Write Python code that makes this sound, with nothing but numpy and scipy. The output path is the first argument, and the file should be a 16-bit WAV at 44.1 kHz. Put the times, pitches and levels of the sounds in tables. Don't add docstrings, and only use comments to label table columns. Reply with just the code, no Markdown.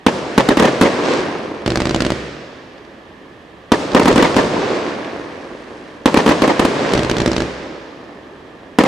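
import sys
import numpy as np
from scipy import signal
from scipy.fft import rfft, irfft, next_fast_len
from scipy.io import wavfile
from scipy.ndimage import uniform_filter1d

SR = 44100
rng = np.random.default_rng(int(sys.argv[2]) if len(sys.argv) > 2 else 0)


def persist_wave(psi):
    counts = np.round(np.clip(psi, -1, 1) * 32767).astype(np.int16)
    wavfile.write(sys.argv[1], SR, np.atleast_2d(counts).T)


N = 391166


# start_s, blast_db, wall_echo_db
VOLLEYS = [
    [(.065, 20, -7), (.3787, 22.5, -4), (.4884, 18, -0.5), (.5715, 21, -1), (.5992, 20, -5),
     (.6243, 18, -1), (.653, 17, -6), (.8119, 23.5, -9), (.8231, 16.5, -14), (.833, 16, -2)],
    [(3.719, 21, -5), (3.9483, 18.5, 3), (3.9965, 20.5, -4.5), (4.0568, 19.5, -1), (4.0808, 23, -2),
     (4.1591, 21.5, 0), (4.1789, 14, -1.5), (4.225, 24, 1), (4.3656, 24.5, 0)],
    [(6.0579, 20.5, -7), (6.1434, 10.5, -5), (6.172, 24, -4.5), (6.2622, 18.5, -8), (6.276, 17, -15),
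     (6.2915, 21, 0), (6.42, 21, -3), (6.478, 15, -0.5), (6.595, 23, -9), (6.65, 20.5, -19)],
    [(8.7867, 21, -2), (8.8373, 14.5, -4)],
]
def shells(first_delay_s=0.021, drift_s_per_s=0.00854):
    return [(s, db, first_delay_s + drift_s_per_s * (s - volley[0][0]), wall_db)
            for volley in VOLLEYS for s, db, wall_db in volley]


# frequency_hz, density_db
CRACK_SPECTRUM = [(150, -32), (450, 2.5), (750, 1), (1000, -0.5), (1500, -3.5), (2600, -4.5), (4500, -14),
                  (7000, -21.5), (14000, -24.5)]
CLAP_SPECTRUM = [(40, -37), (130, -8.5), (330, 2.5), (560, 1), (700, -5), (980, -2), (1450, -13),
                 (1750, -12), (2300, -14.5), (3300, -18.5), (6700, -28), (14000, -58)]
BURST_TAIL = [(30, -30), (70, -17.5), (140, -6.5), (270, -5), (540, -5.5), (780, -13.5), (1050, -14),
              (1400, -18), (4600, -28), (8500, -36), (13000, -47.5)]
def bursts(ground_db=-4, crack_db=-19, crack_t60_s=0.032, slat_hz=1850, tail_db=-37):
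    shots = shells()
    waves, crack_power, wall_power = np.zeros((3, N))
    t = np.arange(1, SR // 5) / SR
    variations = rng.standard_normal((len(shots), 3))
    for (s, db, wall_delay_s, wall_db), (size, height, angle) in zip(shots, variations):
        wave = amp(db) * blast(push_s=.0017 * np.exp(.1 * size), ring_hz=300, damping=.42)
        ground_delay_s = .0039 * np.exp(.08 * height)
        add(waves, s, wave)
        add(waves, s + ground_delay_s, amp(ground_db) * softened(wave, cutoff_hz=4000))
        add(crack_power, s, amp(db + crack_db - 60 * t / crack_t60_s) ** 2)
        echo_level = amp(wall_db) * np.exp(-.5 * (np.log(t / wall_delay_s) / .34) ** 2)
        add(wall_power, s, echo_level ** 2)
        pitch_hz = slat_hz * np.exp(.06 * angle) * (wall_delay_s / t) ** .2
        phase = np.cumsum(2 * np.pi * pitch_hz / SR + .08 * rng.standard_normal(len(t)))
        add(waves, s, amp(-12) * echo_level * np.sin(phase))
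    clap = np.sqrt(wall_power) * grains(CLAP_SPECTRUM, rate_hz=1200, spread_db=0.5, share=0.83)
    crack = np.sqrt(crack_power) * patchy(noise(CRACK_SPECTRUM), depth_db=2.5)
    tail = amp(tail_db) * reverberation(shots, BURST_TAIL, build_s=0.0032)
    return waves + crack + clap * pan(1) + tail


def blast(push_s, ring_hz, damping):
    age = np.arange(SR // 16) / SR / push_s
    omega = 2 * np.pi * ring_hz
    high_pass = signal.bilinear([1, 0, 0], [1, 2 * damping * omega, omega ** 2], SR)
    return signal.lfilter(*high_pass, (1 - age) * np.exp(-age))


# start_s, level_db
LAUNCHES = [(1.662, 1), (1.7036, -4), (1.7575, 0.5), (1.8033, -0.5), (1.8552, -2.5), (1.8944, -3),
            (1.946, 0.5), (2.0053, 0.5), (2.0499, -0.5), (2.1041, -1), (3.918, -10), (4.0323, 1),
            (4.1128, 2.5), (4.3447, -3.5), (4.432, -6), (6.9203, -5), (6.936, 0), (6.977, -2), (7.0331, -4),
            (7.0978, 0), (7.168, -3), (7.202, 0), (7.261, 2), (7.3169, -3), (7.365, -1), (7.4044, -3.5)]
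# pitch_hz, level_db, t60_s
WALL_MODES = [(66, -18, .16), (128, -16, .15), (255, -21, .11), (335, -15, .18), (385, -19, .1),
              (590, -22, .15)]
# frequency_hz, density_db
LAUNCH_TAIL = [(25, -34), (45, -22), (66, 7), (90, -16), (130, 5), (180, -1.5), (330, 0.5), (550, -3.5),
               (900, -14.5), (1800, -13.5), (5400, -25), (8800, -32.5), (13000, -44)]
def launches(blast_db=1, wall_delay_s=.0157, wall_db=-2, spit_db=-12, spit_t60_s=0.023, tail_db=-25):
    waves, spit_level = np.zeros((2, N))
    t = np.arange(SR // 6) / SR
    ring = sum(amp(db - 60 * t / t60) * np.sin(2 * np.pi * hz * t) for hz, db, t60 in WALL_MODES)
    for (s, db), (size, place) in zip(LAUNCHES, rng.standard_normal((len(LAUNCHES), 2))):
        thump = blast(push_s=0.0024 * np.exp(0.23 * size), ring_hz=140, damping=0.69)
        front = amp(blast_db) * softened(thump, cutoff_hz=6260)
        echo_s = s + wall_delay_s * np.exp(0.017 * place)
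        for arrival_s, path_db in [(s, db), (echo_s, db + wall_db)]:
            add(waves, arrival_s, amp(path_db) * front)
            add(spit_level, arrival_s, amp(path_db + spit_db - 60 * t / spit_t60_s))
        add(waves, echo_s, amp(db) * ring)
    gas_spectrum = [(100, -15), (500, 5.5), (1200, -0.5), (2200, -2.5), (4400, -2), (8500, -15.5),
                    (11000, -36), (14000, -63)]
    spit = spit_level * patchy(noise(gas_spectrum), depth_db=2.5)
    return waves + spit + amp(tail_db) * reverberation(LAUNCHES, LAUNCH_TAIL, build_s=0.0015)


# frequency_hz, t60_s
DECAY_TIMES = [(60, 0.84), (350, 1.59), (1500, 1.92), (5000, 2.03), (11000, 0.68)]
def reverberation(shots, spectrum, build_s):
    hz, t, bins = signal.stft(noise(spectrum), SR, nperseg=256)
    t60_s = along(DECAY_TIMES, hz)[:, None]
    power = np.zeros(bins.shape[1:])
    for s, db, *_ in shots:
        live = (t > s) & (t < s + 2)
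        age = t[live] - s
        power[:, live] += (amp(db - 60 * age / t60_s) * (1 - np.exp(-age / build_s))) ** 2
    return signal.istft(bins * np.sqrt(power), SR, nperseg=256)[1][:, :N]


# frequency_hz, density_db
ROLL_SPECTRUM = [(25, -27), (70, -13), (150, -6), (310, 3.5), (540, 0.5), (780, -6), (1050, -6),
                 (1400, -13.5), (2200, -60.5)]
def far_echoes(bank_delay_s=.2, bank_db=-35.5, roll_db=-47):
    returns = [(s + bank_delay_s, db) for s, db, *_ in shells()]
    booms = puffs(returns, ROLL_SPECTRUM, gain_db=bank_db, rise_s=0.012, t60_s=0.097)
    roll = grains(ROLL_SPECTRUM, rate_hz=380, spread_db=3, share=.45)
    return booms + amp(roll_db) * swells(shells(), turn_s=0.37, rise=1, fall=2) * roll


FACING_TIMES = [0.52, 0.56, 0.32, .4]
def slope_echo(delay_s=.535, width_s=0.061, surge_db=-19, lead_s=0.012, smear_s=.06):
    t, power, returns = np.arange(N) / SR, np.zeros(N), []
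    for volley, facing_s in zip(VOLLEYS, FACING_TIMES):
        for s, *_ in volley:
            facing = 1 / (1 + ((s - volley[0][0] - facing_s) / width_s) ** 2)
            power += facing ** 2 * np.exp(-((t - s - delay_s + lead_s) / smear_s) ** 2)
            returns.append((s + delay_s, 20 * np.log10(facing)))
    tree_spectrum = [(60, -25), (150, -8.5), (330, 4.5), (560, 2), (750, -8.5), (1050, -4), (1500, -16),
                     (2300, -15), (4500, -18.5), (8000, -28), (13000, -62)]
    surge = amp(surge_db) * np.sqrt(power) * grains(tree_spectrum, rate_hz=500, spread_db=2.5, share=.45)
    return surge + puffs(returns, ROLL_SPECTRUM, gain_db=-8, rise_s=0.01, t60_s=0.051)


# frequency_hz, density_db
HISS_SPECTRUM = [(900, -19), (1600, 7), (2600, -1), (4600, -13), (6500, -18), (9000, -103)]
FIZZ_SPECTRUM = [(4500, -1), (7000, -8.5), (9000, -12), (11000, -16), (13000, -45)]
def burning():
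    hiss_level, fizz_level = np.sqrt(stars() ** 2 + climb() ** 2 + glitter() ** 2)
    hiss = grains(HISS_SPECTRUM, rate_hz=700, spread_db=3.5, share=.35)
    fizz = grains(FIZZ_SPECTRUM, rate_hz=1200, spread_db=4, share=.35)
    return hiss_level * hiss + fizz_level * fizz


# hiss_db, fizz_db, flare_s, fade_exponent
STAR_KINDS = [(-32.5, -43.5, 0.29, 2.24), (-38, -50, 0.51, 2.37)]
def stars():
    power = np.zeros((2, N))
    for k, volley in enumerate(VOLLEYS):
        hiss_db, fizz_db, flare_s, fall = STAR_KINDS[k % len(STAR_KINDS)]
        for band, db in enumerate([hiss_db, fizz_db]):
            power[band] += swells([(s, db) for s, *_ in volley], flare_s, rise=4, fall=fall) ** 2
    return np.sqrt(power)


def climb(hiss_db=-42, fizz_db=-57):
    return amp([[hiss_db], [fizz_db]]) * swells(LAUNCHES, turn_s=0.062, rise=1, fall=1.28)


# start_s, end_s, hiss_db, fizz_db
GLITTER = (4.7, 5.92, -46.5, -52)
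def glitter(fade_s=0.15):
    start_s, end_s, hiss_db, fizz_db = GLITTER
    t = np.arange(N) / SR
    outside_s = np.maximum(np.maximum(start_s - t, t - end_s), 0)
    return amp([[hiss_db], [fizz_db]]) * np.exp(-outside_s / fade_s)


# start_s, level_db
STAR_POPS = [(2.78, -35), (2.8494, -34), (5.0459, -23)]
def star_pops():
    spectrum = [(1000, -8), (2600, 2), (5500, -6), (12000, -42)]
    return puffs(STAR_POPS, spectrum, gain_db=-3, rise_s=0.00032, t60_s=0.02)


# frequency_hz, density_db
AIR_SPECTRUM = [(25, -15), (64, -4.5), (110, -8), (180, -5), (290, -2.5), (560, -7), (800, -11.5),
                (1200, -12), (1450, -19.5), (1750, -9.5), (2200, -18.5), (3200, -20.5), (4500, -29),
                (9000, -42), (12000, -43)]
# pitch_hz, half_width_hz, level_db
WHINE_BANDS = [(1187, 34, 1), (1670, 45, -2), (3270, 85, -10)]
def night(rush_db=-40, whine_db=-55):
    bands = lambda hz: sum(amp(db) / (1 + ((hz - centre) / width) ** 2)
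                           for centre, width, db in WHINE_BANDS)
    whine = unit(filtered(rng.standard_normal((2, N)), bands))
    return amp(rush_db) * noise(AIR_SPECTRUM) + amp(whine_db) * whine


def puffs(shots, spectrum, gain_db, rise_s, t60_s):
    envelope, t = np.zeros(N), np.arange(SR // 5) / SR
    for s, db in shots:
        add(envelope, s, amp(db + gain_db - 60 * t / t60_s) * (1 - np.exp(-t / rise_s)))
    return envelope * noise(spectrum)


def swells(shots, turn_s, rise, fall):
    age = np.arange(1, N + 1) / SR / turn_s
    shape, power = (2 / (age ** -rise + age ** fall)) ** 2, np.zeros(N)
    for s, db, *_ in shots:
        add(power, s, amp(db) ** 2 * shape)
    return np.sqrt(power)


def grains(spectrum, rate_hz, spread_db, share):
    onsets = rng.random(N) < rate_hz / SR
    sizes = onsets * amp(spread_db * np.minimum(rng.standard_normal(N), 2))
    pops = unit(sizes * rng.standard_normal((2, N)))
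    return coloured(np.sqrt(share) * pops + np.sqrt(1 - share) * rng.standard_normal((2, N)), spectrum)


def noise(spectrum):
    return coloured(rng.standard_normal((2, N)), spectrum)


# frequency_hz, correlation
COHERENCE = [(60, 0.88), (150, 0.99), (300, 0.91), (550, 0.82), (1000, 0.57), (2000, 0.4), (8000, 0.67)]
def coloured(pair, spectrum):
    def response(hz):
        angle = np.arccos(along(COHERENCE, hz)) / 2
        return amp(along(spectrum, hz)) * [np.cos(angle), np.sin(angle)]
    mid, side = filtered(pair, response)
    return unit(np.array([mid + side, mid - side]))


def patchy(x, depth_db):
    bins = signal.stft(x, nperseg=256)[2]
    ripple = uniform_filter1d(rng.standard_normal(bins.shape[1:]), size=5, axis=0)
    ripple = uniform_filter1d(ripple, size=10, axis=1)
    return unit(signal.istft(bins * amp(depth_db * unit(ripple)), nperseg=256)[1][:, :N])


def softened(x, cutoff_hz):
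    return signal.lfilter(*signal.butter(2, cutoff_hz, fs=SR), x)


def filtered(x, response):
    size = next_fast_len(N + SR // 4)
    return irfft(rfft(x, size) * response(np.fft.rfftfreq(size, 1 / SR)), size)[..., :N]


def along(points, hz):
    frequencies, values = np.transpose(points)
    return np.interp(np.log(hz + 1), np.log(frequencies + 1), values)


def add(track, start_s, sound):
    start = max(round(start_s * SR), 0)
    part = track[..., start:start + sound.shape[-1]]
    part += sound[..., :part.shape[-1]]


def pan(right_db):
    return amp([[-right_db], [right_db]])


def amp(db):
    return 10 ** (np.asarray(db) / 20)


def unit(x):
    return x / np.sqrt(np.mean(x ** 2) + 1e-20)


def scene():
    distant = star_pops() + far_echoes() + slope_echo() + burning()
    return bursts() + launches() * pan(.7) + distant * pan(.5) + night() * pan(1.3)


def record(dry, knee=5, threshold_db=-13, release_s=0.077, least_gain=.68, bass_hz=40, top_hz=14600):
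    clipped = dry / (1 + np.abs(dry) ** knee) ** (1 / knee)
    step = 1 / (release_s * SR)
    power = signal.lfilter([step], [1, step - 1], np.mean(clipped ** 2, axis=0))
    lag = SR // 150
    recent_rms = np.sqrt(np.pad(power, (lag, 0))[:N] + 1e-9)
    gain = np.clip(amp(threshold_db) / recent_rms, least_gain, 1)
    ducked = signal.lfilter(*signal.butter(1, bass_hz, 'high', fs=SR), clipped * gain)
    microphone = [(5000, -1.0), (9000, -2), (14000, -11.5)]  # frequency_hz, gain_db
    return filtered(ducked, lambda hz: amp(along(microphone, hz)) / (1 + (hz / top_hz) ** 60))


dry = scene()
out = record(dry)
persist_wave(out)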